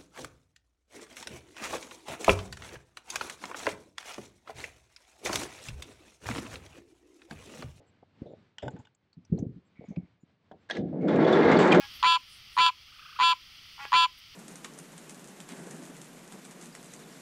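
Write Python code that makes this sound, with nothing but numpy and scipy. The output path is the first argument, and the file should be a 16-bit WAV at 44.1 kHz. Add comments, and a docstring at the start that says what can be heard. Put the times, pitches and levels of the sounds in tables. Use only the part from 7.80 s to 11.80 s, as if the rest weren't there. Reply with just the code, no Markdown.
"""A van's sliding door

On an almost silent street, a plastic bottle crackles as it is set down on the kerb, and soft steps
thud and scuff on the paving. A latch clicks, then the van's side door rolls along its track, rumbling
ever louder and rattling as it gathers speed. The microphone is worn on the body, close and dull."""
import sys
import numpy as np
from scipy import signal
from scipy.fft import rfft, irfft, next_fast_len
from scipy.io import wavfile
from scipy.ndimage import uniform_filter1d

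SR = 44100
rng = np.random.default_rng(int(sys.argv[2]) if len(sys.argv) > 2 else 0)


def wav_out(sig):
    """Save sig, one row per channel (or a flat mono array), as 16-bit PCM at SR to the path in sys.argv[1]."""
    wavfile.write(sys.argv[1], SR, np.round(np.clip(np.atleast_2d(sig).T, -1, 1) * 32767).astype(np.int16))


N = 176400
T = np.arange(N) / SR


def from_db(db):
    """Turn decibels into a number to multiply by."""
    return 10 ** (np.asarray(db) / 20)


def rms_one(x):
    """Scale a sound to an average power of 1."""
    return x / np.sqrt(np.mean(x ** 2) + 1e-20)


def add(out, s, x):
    """Mix x in at s seconds."""
    i = int(np.clip(s * SR, 0, N - 1))
    out[i:i + len(x)] += x[:N - i]


def wander(per_s):
    """Drift at random between -2 and 2, turning per_s times a second."""
    steps = rng.standard_normal(512)
    return np.clip(np.interp(T * per_s, np.arange(len(steps)), steps), -2, 2)


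def colour(x, spectrum, shift=1):
    """Give a sound its tone colour, the balance of lows and highs; shift moves that up or down."""
    size = 2 * next_fast_len(len(x))
    hz, db = np.transpose(spectrum)
    bins = np.maximum(np.arange(size // 2 + 1) * SR / size, 1)
    gains = rms_one(from_db(np.interp(np.log(bins), np.log(hz * shift), db)))
    cepstrum = irfft(np.log(gains))
    cepstrum[1:size // 2] *= 2  # folded so that nothing sounds before its hit
    cepstrum[size // 2 + 1:] = 0
    return irfft(rfft(x, size) * np.exp(rfft(cepstrum)))[:len(x)]


def ring(x, modes):
    """Make x ring at each mode, or natural note: f/Hz, level/dB, time to fade by 60 dB/s."""
    out = 0
    for hz, db, t60 in modes:
        r = np.exp(-np.log(1000) / (t60 * SR))
        feedback = [1, -2 * r * np.cos(2 * np.pi * hz / SR), r * r]
        note = signal.lfilter([1, 0, -1], feedback, x + 1e-18)
        out = out + from_db(db) * np.sqrt((1 - r * r) / 2) * note
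    return out


def burst(decay_s, rise_s=0.0019):
    """Two things touch: a flurry of tiny hits that dies away."""
    t = T[:SR // 3]
    return rng.standard_normal(len(t)) * (1 - np.exp(-t / rise_s)) * np.exp(-t / decay_s)


def with_energy(x, decay_s):
    """Give x the energy of noise that starts at power 1 and has this decay."""
    return x * np.sqrt(decay_s * SR / 2 / np.sum(x ** 2))


def scrapes(rows, spectrum, reference_hz):
    """Short rubs of one tone colour, each moved from reference_hz to its own pitch."""
    out = np.zeros(N)
    for s, db, decay_s, hz in rows:
        rub = colour(burst(decay_s, rise_s=0.00073), spectrum, hz / reference_hz)
        add(out, s, from_db(db) * with_energy(rub, decay_s))
    return out


def thuds(rows):
    """Each soft blow is a low note that swells and dies quickly, with some grit."""
    out, t = np.zeros(N), T[:SR // 5]
    for s, db, hz, rise_s in rows:
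        swell = (t / rise_s / 2) ** 2 * np.exp(2 - t / rise_s)
        grit = from_db(-6) * colour(rng.standard_normal(len(t)), SCUFF_COLOUR, shift=0.42)
        add(out, s - rise_s / 2, from_db(db) * swell * (np.sin(2 * np.pi * hz * t) + grit))
    return out


def clicks(rows, spectrum, modes, treble_hz=2280):
    """Hits on one object make it ring; each has its own brightness."""
    out = np.zeros(N)
    for s, db, decay_s, treble_db, ring_db in rows:
        hit = colour(burst(decay_s), [(treble_hz / 2, 0), (treble_hz, treble_db)])
        click = colour(hit, spectrum) + from_db(ring_db) * ring(hit, modes)
        add(out, s, from_db(db) * with_energy(click, decay_s))
    return out


# Loudness of the street: t/s, level/dB
STREET_LEVEL = [(0, -67.5), (.45, -68.5), (1.0, -67.5), (1.25, -72.5), (1.7, -69), (2.15, -68.5),
                (2.36, -72), (2.88, -71.5)]
# Tone colours of the street and the clothes: f/Hz, level/dB
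STREET_COLOUR = [(25, -30.5), (90, 2.5), (200, -1.5), (450, -10.5), (1100, -16), (2200, -18.5), (4300, -25),
                 (6000, -35), (9000, -44.5)]
CLOTHES_COLOUR = [(25, -19.5), (110, 4), (220, 7), (500, -31.5), (1500, -53.5)]

def street():
    """A faint, dull outdoor hush; clothes brush the microphone's mount in uneven, low nudges."""
    street_db = np.interp(T, *np.transpose(STREET_LEVEL)) - 3.5 * wander(per_s=12)
    clothes_db = -79.5 + 9.5 * wander(per_s=12)
    clothes = from_db(clothes_db) * colour(rng.standard_normal(N), CLOTHES_COLOUR)
    return from_db(street_db) * colour(rng.standard_normal(N), STREET_COLOUR) + clothes


# Thuds of feet and of the swaying microphone mount: t/s, level/dB, f/Hz, rise/s
STEP_THUDS = [(0.4186, -27, 228, 0.0016), (.832, -38, 94, 0.0044), (.856, -35, 130, 0.01),
              (0.937, -36.5, 173.4, 0.0064), (0.989, -45.5, 116, 0.0051), (1.37, -43, 167.3, 0.0057),
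              (1.499, -42, 100, 0.0025), (1.519, -20.5, 174.4, 0.0059), (1.545, -32, 223, 0.0061),
              (1.567, -34, 188, 0.003), (1.594, -31, 118, 0.0048), (1.625, -22.5, 202, 0.0017),
              (1.662, -32.5, 112, 0.0046), (1.69, -36, 138, 0.0058), (1.721, -41, 114, 0.0055),
              (1.76, -42.5, 177, 0.0063), (1.993, -38.5, 176, 0.0016), (2.083, -39.5, 190, 0.0031),
              (2.102, -35.5, 185, 0.0045), (2.171, -26.5, 172, 0.0058), (2.222, -44, 175, 0.0063),
              (2.432, -46.5, 161, 0.0025)]
# Soles and bottle rub on stone: t/s, level/dB, decay/s, f/Hz
SCUFFS = [(0.0, -58, 0.042, 525), (.226, -47, 0.0047, 613), (.418, -48.5, 0.027, 417),
          (0.456, -43.5, 0.036, 426), (.504, -46.5, 0.019, 490), (.533, -41, 0.0065, 480),
          (.826, -34.5, 0.04, 484), (.938, -48, 0.029, 350), (1.522, -34, 0.068, 316),
          (1.576, -41, 0.019, 475), (1.626, -36.5, 0.021, 324), (1.645, -46.5, 0.012, 404),
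          (2.008, -44, 0.013, 440), (2.039, -42.5, 0.0057, 508), (2.111, -49, 0.022, 497),
          (2.162, -52.5, 0.033, 518), (2.712, -44, 0.021, 560), (2.745, -55, 0.015, 300),
          (3.127, -37, 0.068, 505)]
# Tone colour of a scuff: f/Hz, level/dB
SCUFF_COLOUR = [(45, -24), (150, 1.5), (480, 4.5), (680, 4.5), (850, -6.5), (1100, -24.5), (2300, -58.5),
                (4500, -58.5), (9000, -65.5)]

def steps():
    """Soft blows and short scuffs on the paving."""
    return thuds(STEP_THUDS) + scrapes(SCUFFS, SCUFF_COLOUR, reference_hz=500)


# Bird peeps: t/s, level/dB, f/Hz
PEEPS = [(0.059, -77, 7650), (.49, -87, 7130), (1.845, -85, 7560), (2.04, -81, 6900), (2.4, -82, 7050),
         (2.8, -91, 7500)]

def bird(peep_s=0.048, ring_s=0.05):
    """A distant bird peeps thin, wavering high notes."""
    out, t = np.zeros(N), T[:int(peep_s * SR)]
    for s, db, hz in PEEPS:
        note = rms_one(ring(rng.standard_normal(len(t)), [(hz, 0, ring_s)]))
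        add(out, s, from_db(db) * np.sin(np.pi * t / peep_s) * note)
    return out


# Tiny ticks: t/s, level/dB, decay/s, f/Hz
TICKS = [(.46, -71, 0.067, 3680), (.792, -53.5, 0.021, 3120), (.905, -64, 0.0099, 7250),
         (.988, -68, 0.02, 7100), (1.148, -63.5, 0.0032, 7400), (1.329, -61, 0.0083, 4450),
         (1.449, -60, 0.0045, 5770), (1.576, -60.5, 0.0044, 4250), (1.587, -53, 0.0084, 6340),
         (1.955, -66.5, 0.23, 2230), (2.085, -69, 0.027, 6340), (2.16, -47.5, 0.0053, 2420),
         (2.713, -50.5, 0.0041, 1610), (2.715, -60, 0.0049, 3370)]
# Tone colour of a tick: f/Hz, level/dB
TICK_COLOUR = [(1000, -10.5), (3100, -15.5), (4000, 4.5), (4900, -17), (7000, -20.5), (14000, -44.5)]

def ticks():
    """Grit and crinkling plastic make small, high ticks."""
    return scrapes(TICKS, TICK_COLOUR, reference_hz=4000)


# Snaps of the plastic: t/s, level/dB, decay/s, treble/dB, ring/dB
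SNAPS = [(.783, -32, 0.0016, 12, 6), (.821, -49, 0.016, -8, -23), (.829, -46, 0.0047, -2, -16),
         (.849, -52.5, 0.016, -5, -7), (.8795, -28, 0.0029, -17, -9), (.963, -47.5, 0.0054, -22, -7),
         (.995, -50.5, 0.0053, -18, 2), (1.05, -53.5, 0.0036, 1, -6), (1.07, -51.5, 0.002, -9, 6)]
# The bottle's tone colour: f/Hz, level/dB
BOTTLE_COLOUR = [(150, -13), (800, 3.5), (1150, -9.5), (1600, 5), (2200, 3), (3000, 2.5), (3600, 11.5),
                 (4200, -33), (5000, -3), (6200, -19.5), (7400, -5), (9500, -38.5)]
# Its natural notes: f/Hz, level/dB, ring time/s
BOTTLE_NOTES = [(862, -1, 0.05), (1500, -4, 0.035), (2860, -4, 0.02)]

def bottle():
    """The water bottle's plastic snaps and rings briefly as it is set down."""
    return clicks(SNAPS, BOTTLE_COLOUR, BOTTLE_NOTES)


# Clicks of the latch: t/s, level/dB, decay/s, treble/dB, ring/dB
LATCH_CLICKS = [(2.889, -50, .008, -4, 8), (2.898, -25.5, .004, -9, 13), (2.9085, -22.5, .003, 1, -5),
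                (2.916, -38, .009, -2, -6), (2.9505, -37, .003, -1, -6), (2.9675, -31.5, .0028, 1, 4)]
# The latch's tone colour: f/Hz, level/dB
LATCH_COLOUR = [(100, -37), (650, 18), (1150, 6), (1700, 8), (2400, -8), (3400, 11.5), (4800, -1),
                (6300, -6), (7400, -16), (8200, -21), (9500, -43)]
# Its natural notes: f/Hz, level/dB, ring time/s
LATCH_NOTES = [(1680, 3, .045), (1900, 0, .03), (3500, -12, .05), (6300, -20, .08)]
# The door's knock: t/s, level/dB, f/Hz, rise/s
DOOR_KNOCKS = [(2.981, -30, 204, 0.01)]

def latch():
    """The latch clicks open and the door comes free with a low knock."""
    return clicks(LATCH_CLICKS, LATCH_COLOUR, LATCH_NOTES) + thuds(DOOR_KNOCKS)


# Natural notes of the door panel: f/Hz, level/dB
PANEL_NOTES = [(102, -5), (183, -1), (217, -2), (266, -1), (355, -1), (475, 2), (608, -3), (669, -4),
               (748, -4), (862, -4), (1104, -4), (1355, -2), (1631, -4), (2148, -5)]

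def rollers(level_db, spectrum, trim_db, steady_s, bumps_per_s=7000):
    """Rollers cross many tiny bumps and shake the panel; the steady push evens out the loudness."""
    bumps = (rng.random(N) < bumps_per_s / SR) * rng.choice([-1, 1], N)
    modes = [(hz, db, 0.28 * (hz / 1000) ** -0.15) for hz, db in PANEL_NOTES]  # high notes die sooner
    panel = rms_one(colour(ring(bumps, modes), spectrum))
    sound = rms_one(colour(bumps, spectrum)) + from_db(-12) * panel
    loudness = np.sqrt(uniform_filter1d(sound ** 2, int(steady_s * SR)) + 1e-9)
    return from_db(level_db + trim_db) * sound / loudness


# Pitch of the rollers' drone: t/s, f/Hz
DRONE_PITCH = [(3.0, 255), (3.38, 295), (3.55, 385), (3.69, 480), (3.82, 385), (4.0, 352)]

def drone(level_db):
    """The rollers ring with a wavering hum whose pitch shifts as they travel."""
    phase = 2 * np.pi * np.cumsum(np.interp(T, *np.transpose(DRONE_PITCH))) / SR
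    hum = wander(per_s=80) * np.cos(phase) + wander(per_s=80) * np.sin(phase)
    return from_db(level_db) * rms_one(hum)


# Natural notes of the door's metal fittings: f/Hz, level/dB
FITTING_NOTES = [(1350, -4), (1690, 3.5), (2110, -2.5), (2420, -6.5), (2830, -12), (3450, -7), (3740, -10),
                 (4390, -11.5)]

def chatter(level_db, knocks_per_s=85, spread_db=5.5, ring_s=0.07, top_hz=5000):
    """Loose fittings knock at random; each knock rings every note with a strength of its own."""
    knocks = rng.random(N) < knocks_per_s / SR
    sound = 0
    for hz, db in FITTING_NOTES:
        strength = from_db(spread_db * np.clip(rng.standard_normal(N), -2, 2)) * rng.choice([-1, 1], N)
        sound = sound + ring(knocks * strength, [(hz, db, ring_s)])
    sound = signal.sosfilt(signal.butter(2, top_hz, fs=SR, output="sos"), sound)
    return from_db(level_db) * rms_one(sound)


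# The roll's four parts before trim_db: t/s, panel boom/dB, roller growl/dB, track noise/dB, treble/dB
ROLL_LEVELS = [(2.93, -54, -46, -63, -54.5), (2.977, -51, -32.5, -53.5, -51), (3.036, -33, -37.5, -75, -78),
               (3.116, -38.5, -47, -70, -84), (3.265, -28, -26.5, -53.5, -73),
               (3.286, -32, -25.5, -40, -49), (3.394, -23, -22, -35.5, -53.5),
               (3.467, -31, -20.5, -33, -44), (3.698, -26, -19.5, -27, -41.5),
               (3.808, -23, -19.5, -30.5, -41), (3.888, -30, -21, -25, -44.5),
               (3.94, -20.5, -19, -25, -40.5), (4.0, -23, -16, -35, -46.5)]
# Their tone colours: f/Hz, level/dB
BOOM_COLOUR = [(20, -50.5), (60, -18.5), (100, -7), (125, -3), (165, 11), (270, 8.5), (340, -2),
               (900, -80.5)]
GROWL_COLOUR = [(60, -64.5), (230, -5.5), (310, 4.5), (380, 5), (490, 1.5), (570, -1), (760, -7.5),
                (900, -29), (1100, -47), (3000, -80.5)]
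TRACK_COLOUR = [(200, -50), (850, 3), (1100, -2), (1400, -3), (2100, -6.5), (2450, -15), (2900, -24.5),
                (5500, -71)]
TREBLE_COLOUR = [(1300, -52.5), (2900, 5), (3600, 6), (4400, -1.5), (5500, -7.5), (7800, -19.5),
                 (9500, -46)]

def rolling_door(fade_in_s=0.042):
    """The door rumbles and judders along its track, louder as it gathers speed."""
    times, *levels = np.transpose(ROLL_LEVELS)
    boom_db, growl_db, track_db, treble_db = [np.interp(T, times, level) for level in levels]
    judder_db = 1.5 * wander(per_s=70)
    fade_in = np.clip((T - times[0]) / fade_in_s + 1, 0, 1)
    boom = rollers(boom_db, BOOM_COLOUR, trim_db=1, steady_s=0.025)
    growl = rollers(growl_db, GROWL_COLOUR, trim_db=-1, steady_s=0.089)
    track = rollers(track_db + judder_db, TRACK_COLOUR, trim_db=1, steady_s=0.075)
    treble = rollers(treble_db + judder_db, TREBLE_COLOUR, trim_db=-2.5, steady_s=0.038)
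    return fade_in * (boom + growl + track + treble + drone(growl_db - 8) + chatter(treble_db + 3.5))


# Rattles of the door: t/s, level/dB, decay/s, f/Hz, ring/dB
RATTLES = [(3.208, -69.5, 0.2, 2190, 10.5), (3.281, -42, 0.0088, 3450, -0.5),
           (3.357, -39.5, 0.0092, 2370, -6), (3.446, -40.5, 0.004, 3400, 6.5), (3.524, -37, .014, 3444, 6),
           (3.713, -33.5, 0.02, 2100, 4), (3.769, -53.5, 0.0057, 4430, 17), (3.786, -25, 0.066, 4410, -20),
           (3.872, -34, 0.015, 1100, 3), (3.917, -32.5, 0.0081, 3140, 8), (3.922, -24, 0.0065, 2404, 7.5),
           (3.944, -28.5, 0.016, 1470, 4.5)]
# Tone colour of a rattle: f/Hz, level/dB
RATTLE_COLOUR = [(100, -52.5), (800, 21.5), (1800, 8), (3300, 3.5), (5500, -13), (7700, -7.5),
                 (9200, -30.5)]

def rattles(ring_s=0.027):
    """The door knocks in its guides; each hit rings at its own pitch."""
    out = np.zeros(N)
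    for s, db, decay_s, hz, ring_db in RATTLES:
        hit = burst(decay_s)
        clack = with_energy(colour(hit, RATTLE_COLOUR), decay_s)
        note = with_energy(ring(hit, [(hz, 0, ring_s)]), decay_s)
        add(out, s, from_db(db) * (clack + from_db(ring_db) * note))
    return out


def scene():
    """Bottle, steps and door over the quiet street, in one channel."""
    kerb = bottle() + steps() + ticks()
    door = rolling_door() + latch() + rattles()
    return (kerb + door + street() + bird())[None]


def record(dry, low_cut_hz=46, high_cut_hz=8700):
    """The microphone thins the deepest bass; the highest treble is cut steeply."""
    thinned = signal.sosfilt(signal.butter(2, low_cut_hz, "high", fs=SR, output="sos"), dry)
    return signal.sosfilt(signal.ellip(10, .1, 70, high_cut_hz, fs=SR, output="sos"), thinned)


dry = scene()
out = record(dry)
wav_out(out)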